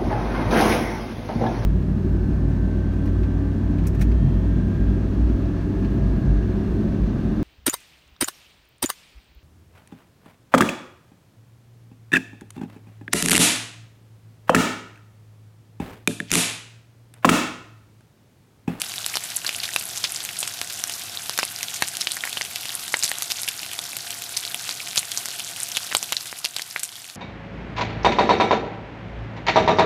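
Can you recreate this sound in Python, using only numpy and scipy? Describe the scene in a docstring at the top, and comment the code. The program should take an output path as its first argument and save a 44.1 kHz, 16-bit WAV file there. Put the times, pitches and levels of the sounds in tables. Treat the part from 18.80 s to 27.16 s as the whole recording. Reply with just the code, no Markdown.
"""A home kitchen: meat fries in a cast-iron skillet while a fan rumbles and hums below.
The fan is low filtered noise with narrow noise bands for hums; hiss of steam and far fat is coloured noise.
Steam pockets bursting in hot fat make a dense sizzle: clumped random clicks through tuned resonances.
Louder pops add a ring of a few cycles, a thump, a crack and a spatter of droplets; the metal echoes them.
Near the end the steady layers and the small pops sink by several dB; the listed loud pops keep their levels."""
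import sys
import numpy as np
from scipy import signal
from scipy.fft import rfft, irfft, next_fast_len
from scipy.io import wavfile
from scipy.ndimage import uniform_filter1d

SR = 44100
rng = np.random.default_rng(int(sys.argv[2]) if len(sys.argv) > 2 else 0)


def put_to_file(sound):
    """Save the sound as 16-bit audio at rate SR, in the file named by the first command-line argument."""
    columns = np.atleast_2d(sound).T  # one column per channel
    safe = np.clip(columns, -1, 1)
    whole_steps = np.round(safe * 32767)
    wavfile.write(sys.argv[1], SR, whole_steps.astype(np.int16))


N = 368676   # samples

# Low air rumble of the fan: (frequency [Hz], relative level per Hz [dB])
RUMBLE_SPECTRUM = [(15, -57), (25, -30), (79, 4), (103, 10), (257, -4), (365, -2.5), (400, -5), (520, -39),
                   (880, -120)]
# Fan hums: (frequency [Hz], width of each of two filter passes [Hz], level over the rumble [dB])
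FAN_HUMS = [(113.4, 49, -9.5), (702, 39, -1.5), (1484, 220, 0)]
# Steam and far fat: (frequency [Hz], relative level per Hz [dB])
HISS_SPECTRUM = [(88, -33), (150, -6.5), (431, -8.5), (601, -7.5), (702, 0), (1040, -8), (1830, -10),
                 (3420, -2.5), (7770, -6), (11900, -6.5), (16000, -1.5)]
# Tiny bursts in the fat: (frequency [Hz], relative level per Hz [dB])
SIZZLE_SPECTRUM = [(590, -36), (1000, -3), (3500, 3.5), (4120, 3.5), (7620, 1.5), (12000, -3), (16000, 5)]
# Loud pops: (time [s], ring peak before its ceiling [dB], pocket pitch [Hz], length [ms],
#             thump peak [dB], crack peak [dB], spatter level [dB])
LOUD_POPS = [(.0175,-18.5,2750,1.3,-22,-4.5,-46),(.1192,-17,4640,2,-39,-29,-43),(.1816,-12.5,3730,1.2,-40,-31,-46),(.2443,-16,3600,2.2,-42,-26,-41),
             (.263,-10,7500,1.5,-24,-2.5,-39),(.3394,-15,2320,2.5,-44,-28,-26),(.3554,-11,5300,1.4,-16,-13,-30),
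             (.3698,-9,3100,2.6,-15.5,-11.5,-31),(.438,-16,8160,.83,-38,-21,-31),(.559,-15,11300,.7,-45,-23,-27),
             (.5632,-8.5,11000,6.1,-41,-29,-46),(.5687,-6,7400,.6,-35,-19,-29),(.6469,-19,1540,2.7,-29,-15,-31),
             (.6647,-10.5,4350,2.3,-46,-30,-25.5),(.678,-15,3860,1.1,-40,-16,-38),(.6913,-12,2800,4.4,-18,-14,-25.5),
             (.7477,-16,3010,1.4,-40,-22,-46),(.7635,-11.5,9800,.91,-41,-22,-41),(.802,-13,4590,1.2,-40,-27,-46),(.833,-12,3100,3.1,-35,-13,-24),
             (.8537,-18,3420,1.7,-43,-18,-35),(.89,-19,1800,1.8,-33,-17,-46),(.9424,-13,8830,0.56,-40,-29,-42),(.9617,0,2550,2.3,-10.5,-6.5,-42),(.9922,-17,8040,.73,-49,-25,-30),(1.0242,-19,11500,.98,-43,-16,-46),(1.0542,-17,10800,1.4,-43,-26,-43),(1.175,-15,5960,0.55,-35,-11.5,-29),
             (1.2387,-22,3250,1.4,-39,-24,-17.5),(1.2477,-13,2800,4.5,-36,-35,-24),(1.3215,-9.5,9800,.56,-39,-24,-46),
             (1.3468,-15,7450,.84,-45,-25,-46),(1.3607,-12,4970,0.88,-44,-21,-32),(1.4038,-16.5,3630,3,-34,-27,-32),(1.4508,-17,6960,0.95,-31,-10.5,-34),
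             (1.49,-15,2750,1,-43,-18,-31),(1.5898,-10,10200,1.3,-41,-25,-25),(1.6037,-8.5,9300,2.8,-44,-31,-25),
             (1.6287,-12,3100,3.2,-19.5,-16,-29),(1.6762,-13,6360,.86,-26,-12,-28.5),(1.815,-9,2450,0.63,-27,-5.5,-37),
             (1.925,-23,6400,.6,-39,-11,-30),(2.039,-9,5950,1.3,-22,-8,-46),(2.0965,-18,2800,1.7,-28,-12,-42),
             (2.1378,-17,5400,.84,-33,-20,-29),(2.373,-11,3730,1.5,-34,-31,-49),(2.4954,-17,4970,0.85,-15.5,-5.5,-42),
             (2.5768,-20,12000,2.9,-27,-9,-34),(2.5891,-9,1570,1.3,-12.5,-3,-23.5),(2.5952,-14,5070,7.9,-35,-22,-46),
             (2.6306,-7.5,2450,1.1,-9.5,-13,-30),(2.635,-13.5,4760,3.1,-37,-22,-35),(2.6514,-10,9800,0.38,-37,-16,-46),
             (2.7618,-13.5,5200,0.72,-43,-26,-46),(2.8298,-18.5,2000,1.7,-29,-8,-31),(2.8839,-17,3630,1.4,-40,-22,-47),(2.9405,-19,6450,0.76,-29,-13.5,-27),
             (3.0226,-2,1740,2.9,-5,-5,-23.5),(3.0788,-18,9400,1.4,-42,-15,-50),(3.0847,-14,9400,.65,-42,-11,-42),
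             (3.1698,-17,11300,0.79,-40,-7.5,-45),(3.21,-14.5,4630,5.2,-28,-15.5,-23),(3.2713,-4,3030,0.67,-49,-15,-27),
             (3.3114,-14,3870,1.4,-41,-24,-30),(3.319,-10,9200,0.62,-37,-8.5,-29),(3.3684,-17.5,1610,2.7,-34,-19,-34),
             (3.407,-17,3520,4.2,-44,-32,-47),(3.4376,-9,2000,1.9,-28,-22,-29),(3.452,-17.5,1490,3.4,-33,-13,-42),
             (3.4745,-13.5,2000,1.3,-39,-23,-46),(3.5286,-15,3500,3.1,-30,-20,-37),(3.5714,-12.5,2960,3.7,-18.5,-32,-34),
             (3.6111,-11,2130,3.2,-17,-17,-34),(3.6179,-13,5300,3.3,-36,-30,-38),(3.759,-15,2590,0.98,-38,-7.5,-30),
             (3.8926,-16.5,3620,1.8,-37,-27,-44),(3.9522,-4,10300,0.4,-29,-15,-37),(4.0803,-17,3450,1.2,-36,-11,-33),(4.1235,-17,7430,.8,-45,-22,-32),
             (4.1346,-12,10140,.4,-47,-20,-45),(4.141,-4,1900,2,-7.5,-25,-25),(4.1695,-12,7800,1.3,-27,-27,-56),
             (4.1922,-14,8250,.83,-45,-27,-38),(4.226,-9.5,4540,3.4,-32,-26,-32),(4.2348,-6,6760,1.6,-29,-7.5,-18),
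             (4.2452,-4,4960,.53,-32,-13,-38),(4.251,-15,5400,7,-38,-17,-21),(4.2644,-20,9190,.79,-42,-16,-47),
             (4.2786,-14,3790,0.9,-30,-10,-30),(4.2911,-11,9040,1.1,-28,-20,-30),(4.3154,-13,1310,2.8,-22,-8,-40),
             (4.3848,-18,11200,1.2,-30,-13,-46),(4.422,-24,8700,3.6,-23,-7.5,-28),(4.502,-18,3200,1.1,-28,-16,-25.5),
             (4.509,-26,3830,4.6,-33,-12,-26),(4.519,-18,5340,1.5,-24,-5,-35),(4.5934,-23,6200,.9,-28,-21,-26.5),
             (4.617,-16,11100,2.3,-39,-30,-32),(4.6327,-17,5000,1.8,-35,-11,-42),(4.6785,-12,2670,1.7,-30,-14,-30),
             (4.6849,-14.5,3140,10,-32,-11,-40),(4.8312,-16,2800,1.2,-31,-26,-27),(4.9328,-36,5330,2.8,-32,-15,-40),
             (4.9897,-13,3550,2.8,-22,-17,-42),(5.168,-19,11500,1.4,-26,-11,-37),(5.3056,-18,3530,3,-37,-18,-29),
             (5.5662,-14,4460,1.8,-37,-17,-22),(5.5735,-22,5200,2.8,-28.5,-10.5,-33),(5.6364,-22,3450,1.6,-47,-26,-30),
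             (5.6514,-10.5,4160,0.65,-31,-16,-34),(5.677,-15,3920,1.4,-43,-27,-46),(5.7451,-12,2900,1.1,-25.5,-6,-37),(5.8914,-14.5,3530,4.1,-19.5,-17,-35),
             (5.91,-11.5,4390,0.89,-43,-16,-34),(6.0027,-16.5,2400,1.8,-37,-26,-42),(6.0739,-20,11480,0.64,-33,-12,-46),
             (6.1588,-22,7360,.8,-44,-7,-30),(6.1715,-9,4100,3,-29,-13,-16),(6.1802,-25,5450,2.4,-34,-11,-28),
             (6.192,-7.5,8240,3.7,-44,-20,-26),(6.317,-16,3260,2.1,-50,-8,-34),(6.374,-5,5960,2.6,-25,-27,-23),
             (6.4573,-17,7900,0.95,-42,-9.5,-43),(6.4852,-21,6960,3.1,-25,-15.5,-41),(6.5955,-20,2940,4,-28,-30,-32),
             (6.647,-22,7150,0.65,-47,-16,-37),(6.8024,-10,8300,0.56,-45,-31,-41),(6.8326,-4,8600,0.44,-48,-33,-48),
             (6.9176,-11.5,6000,0.64,-44,-26,-47),(6.9495,-17,3570,7.1,-34,-23,-29),(6.962,-13,3400,2.8,-41,-22,-44),
             (6.97,-4,3300,0.68,-39,-4,-26),(7.1146,-19,1850,2.1,-24,-25,-24.5),(7.1497,-3,3400,3.4,-5,-3,-31),
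             (7.1682,-5,7950,1.4,-22,-7,-22),(7.2284,-12,5700,0.69,-21.5,-5.5,-43),(7.323,-12,3000,2,-14,-3.5,-22),
             (7.3675,-6.5,4270,2,-43,-26,-29.5),(7.4087,-17.5,4350,1.5,-44,-34,-47),(7.5278,-16.5,1950,.79,-25.5,-27,-64),
             (7.5863,-19,9230,2.8,-41,-33,-29),(7.6451,-9,4600,1.3,-20.5,-15,-39),(7.65,-11,3260,3,-34,-9,-24),
             (7.765,-8,4230,0.94,-24,-10,-33),(7.7853,-18,3120,1.5,-32,-22,-50),(7.795,-17,2940,3.2,-26,-26,-36),(7.8197,-11.5,4630,0.75,-32,-11,-39),
             (7.9102,-20,5300,1.7,-50,-38,-34),(7.9617,-8.5,1950,1.18,-52,-30,-28),(7.994,-21,7540,4,-37,-18.5,-34),
             (8.0325,-12,7600,4.9,-30,-13,-27),(8.0521,-25,7340,.8,-39,-16,-36),(8.2981,-22,3750,3.6,-53,-34,-47)]
# Sinking of the steady layers and small pops: (time [s], level [dB])
FADE_CURVE = [(0, 0.5), (7.25, 0), (7.62, -4.5), (8.36, -6.5)]

# Steady layers: rms levels before the fade [dB], and the share of the fade that each follows
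RUMBLE_DB, HISS_DB, SIZZLE_DB = -55.5, -36, -35.5
RUMBLE_FADE_SHARE, HISS_FADE_SHARE, SIZZLE_FADE_SHARE = 1.16, 1.14, 0.89

# Sizzle: rate before clumping [1/s], mean spread of sizes before the cap [dB], depth of clumping [dB]
BURSTS_PER_S, SIZE_SPREAD_DB, CLUMP_DB = 5000, 5.0, 3.5

# Every pop
THUMP_START_HZ = 1314
RAGGED_MS = 3.53          # a burst this long is all tearing, no clean ring
LOUDEST_RING_DB = -4      # no pocket rings louder than this
POP_LOW_CUT_HZ = 111      # a burst is too small to push deep bass

# Small pops at random: levels before the spread and the fade, full width of the spread
SMALL_PER_S, SMALL_SPREAD_DB = 11, 3
SMALL_RING_DB, SMALL_THUMP_DB, SMALL_CRACK_DB, SMALL_SPATTER_DB = -21, -35, -22, -47
SMALL_LOW_HZ, SMALL_HIGH_HZ, SMALL_MEAN_CYCLES = 2180, 11000, 6.1

# Skillet wall and stove surround
WALL_DELAY_S, WALL_T60_S, WALL_DB = 0.00349, 0.077, -15

# Microphone and top cut
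MIC_LOW_HZ, MIC_SHELF_HZ, MIC_SHELF_DB = 73, 12750, -10
CUTOFF_HZ = 16300


def from_db(db):
    """Decibels to amplitude."""
    return 10 ** (np.asarray(db) / 20)


def rms_one(x):
    """Scale to an rms of 1."""
    return x / np.sqrt(np.mean(x ** 2) + 1e-20)


def peak_one(x):
    """Scale to a peak of 1."""
    return x / np.abs(x).max()


def fade_at(seconds):
    """The fade in dB at the given times."""
    return np.interp(seconds, *np.transpose(FADE_CURVE))


def at_hz(spectrum, hz):
    """Read a spectrum table along log frequency."""
    table_hz, table_db = np.transpose(spectrum)
    return np.interp(np.log(hz), np.log(table_hz), table_db)


def drift(rate_hz):
    """Slow random wander with spread 1, made at a twentieth of the sample rate."""
    r = np.exp(-40 * np.pi * rate_hz / SR)
    noise = rng.standard_normal(N // 20 + 2002)
    slow = signal.lfilter([1], [1, -2 * r, r * r], noise)[2000:]   # drop the filter's settling
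    return np.interp(np.arange(N) / 20, np.arange(len(slow)), rms_one(slow))


def resonate(x, hz, width_hz):
    """One resonance with gain 1 on top."""
    r = np.exp(-np.pi * width_hz / SR)
    feedback = [1, -2 * r * np.cos(2 * np.pi * hz / SR), r * r]
    return signal.lfilter([(1 - r * r) / 2, 0, (r * r - 1) / 2], feedback, x)


def swell(t, length):
    """A quick rise and a slower fall, about 18 dB below its top after the length."""
    return 3.4 * t / length * np.exp(1 - 4.54 * t / length)


def coloured(spectrum):
    """Steady noise of a given spectrum, rms 1."""
    size = next_fast_len(N)
    hz = np.maximum(np.arange(size // 2 + 1) * SR / size, 1)
    white = rfft(rng.standard_normal(size))
    return rms_one(irfft(white * from_db(at_hz(spectrum, hz)), size)[:N])


def fan(rumble_db):
    """Low air rumble, with noise through narrow resonances as wavering hums."""
    mix = coloured(RUMBLE_SPECTRUM)
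    for hz, width, db in FAN_HUMS:
        narrowed = resonate(rng.standard_normal(N), hz, width)
        mix += from_db(db) * rms_one(resonate(narrowed, hz, width))
    return from_db(rumble_db) * mix


def steam_hiss(hiss_db):
    """Steam and far fat blur into coloured noise whose level flickers slightly."""
    return from_db(hiss_db + 0.23 * drift(22)) * coloured(HISS_SPECTRUM)


def sizzle(sharpness):
    """Tiny bursts come in clumps; each rings briefly at the pitch of its pocket."""
    size_db = SIZE_SPREAD_DB * np.minimum(rng.exponential(1, N), 4.6)
    sizes = from_db(size_db) * rng.choice([-1, 1], N)
    rate = BURSTS_PER_S * from_db(CLUMP_DB * (drift(45) + .4 * drift(10)))
    bursts = sizes * (rng.random(N) < rate / SR)
    pitches = np.geomspace(1100, 15000, 24)
    dealt = rng.integers(0, 24, N)   # which pitch each burst gets
    out = np.zeros(N)
    for k, hz in enumerate(pitches):
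        clicks = bursts * (dealt == k) + 1e-18
        width = hz / sharpness
        ringing = resonate(resonate(clicks, hz, width), hz, 2 * width)
        out += from_db(at_hz(SIZZLE_SPECTRUM, hz)) * ringing
    return rms_one(out)


def small_pops():
    """Rows for many small pops, equally likely at any moment; small pockets ring high and short."""
    when, pitch, length, *sizes = rng.random((int(SMALL_PER_S * N / SR), 7)).T
    s = when * N / SR
    hz = SMALL_LOW_HZ * (SMALL_HIGH_HZ / SMALL_LOW_HZ) ** pitch
    ms = SMALL_MEAN_CYCLES / hz * 1000 * (.5 + length)
    centres = SMALL_RING_DB, SMALL_THUMP_DB, SMALL_CRACK_DB, SMALL_SPATTER_DB
    ring_db, thump_db, crack_db, spatter_db = (
        db + SMALL_SPREAD_DB * (size - .5) + fade_at(s) for db, size in zip(centres, sizes))
    return np.transpose([s, ring_db, hz, ms, thump_db, crack_db, spatter_db])


def pocket_ring(t, hz, length, sharpness, tear):
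    """A bursting pocket rings at its own pitch; the longer the burst, the more it tears into noise."""
    ragged = np.clip(1000 * length / RAGGED_MS, 0, 1) ** 2
    clean = np.sin(2 * np.pi * hz * t * (1 + 0.008 * t / length))   # the pocket shrinks, pitch creeps up
    torn = rms_one(resonate(tear, hz, hz / sharpness))
    return peak_one(((1 - ragged) * clean + ragged * torn) * swell(t, length))


def thump(t):
    """The burst's low push sags in pitch as it dies."""
    push = np.sin(2 * np.pi * THUMP_START_HZ * t / (1 + 250 * t))
    return peak_one(push * swell(t, 1.38 / THUMP_START_HZ))


def spatter(t, hz, length, t60, spray, drops):
    """Droplets land unevenly around the pocket pitch, building fast and dying away."""
    lumps = from_db(7.8 * uniform_filter1d(drops, size=50) * np.sqrt(50))
    landing = resonate(resonate(spray, hz, 2.4 * hz), hz, 0.63 * hz) * lumps
    build = np.minimum(t / (length + 0.0011), 1) ** 2
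    return 1.85 * rms_one(landing) * build * from_db(-60 * t / t60)


def pops(rows, sharpness, spatter_t60):
    """Each pop: a ring at the pocket pitch, a low thump, a broad crack and a spatter."""
    t = np.arange(int(.08 * SR)) / SR
    broad = signal.butter(3, [1750, 14500], "band", fs=SR, output="sos")
    noise = rng.standard_normal((len(rows), 4, len(t)))
    out = np.zeros(N + len(t))
    for row, (tear, grit, spray, drops) in zip(rows, noise):
        s, ring_db, hz, ms, thump_db, crack_db, spatter_db = row
        length = ms / 1000
        crack = peak_one(signal.sosfilt(broad, grit) * swell(t, 1.07 * length))
        pop = from_db(min(ring_db, LOUDEST_RING_DB)) * pocket_ring(t, hz, length, sharpness, tear)
        pop += from_db(thump_db) * thump(t)
        pop += from_db(crack_db) * crack
        pop += from_db(spatter_db) * spatter(t, hz, length, spatter_t60, spray, drops)
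        at = round(s * SR)
        out[at:at + len(t)] += pop
    low_cut = signal.butter(2, POP_LOW_CUT_HZ, "high", fs=SR, output="sos")
    return signal.sosfilt(low_cut, out[:N] + 1e-18)


def walls(x):
    """A short scattered echo from skillet wall and stove surround."""
    t = np.arange(int(.12 * SR)) / SR
    echo = rng.standard_normal(len(t)) * (t > WALL_DELAY_S) * from_db(-60 * t / WALL_T60_S)
    return from_db(WALL_DB) * signal.fftconvolve(x, echo / np.linalg.norm(echo))[:N]


def scene():
    """The skillet with its echo over the kitchen's fan and the steam hiss."""
    fade_db = fade_at(np.arange(N) / SR)
    background = fan(RUMBLE_DB + RUMBLE_FADE_SHARE * fade_db)
    hiss = steam_hiss(HISS_DB + HISS_FADE_SHARE * fade_db)
    skillet = from_db(SIZZLE_DB + SIZZLE_FADE_SHARE * fade_db) * sizzle(sharpness=3.03)
    skillet += pops(np.vstack([LOUD_POPS, small_pops()]), sharpness=4.6, spatter_t60=0.05)
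    return (background + hiss + skillet + walls(skillet))[None]


def record(dry):
    """The microphone loses deep bass and steps down in the top treble; peaks are rounded, the top is cut."""
    x = signal.sosfilt(signal.butter(3, MIC_LOW_HZ, "high", fs=SR, output="sos"), dry)
    hz = np.arange(N // 2 + 1) * SR / N
    shelf_db = MIC_SHELF_DB / (1 + np.exp((MIC_SHELF_HZ - hz) / 300))
    x = irfft(rfft(x) * from_db(shelf_db), N)
    x = x / (1 + (x / .8) ** 4) ** .25   # rounds peaks towards 0.8
    return signal.sosfilt(signal.cheby2(14, 70, CUTOFF_HZ, fs=SR, output="sos"), x)


dry = scene()
out = record(dry)
put_to_file(out)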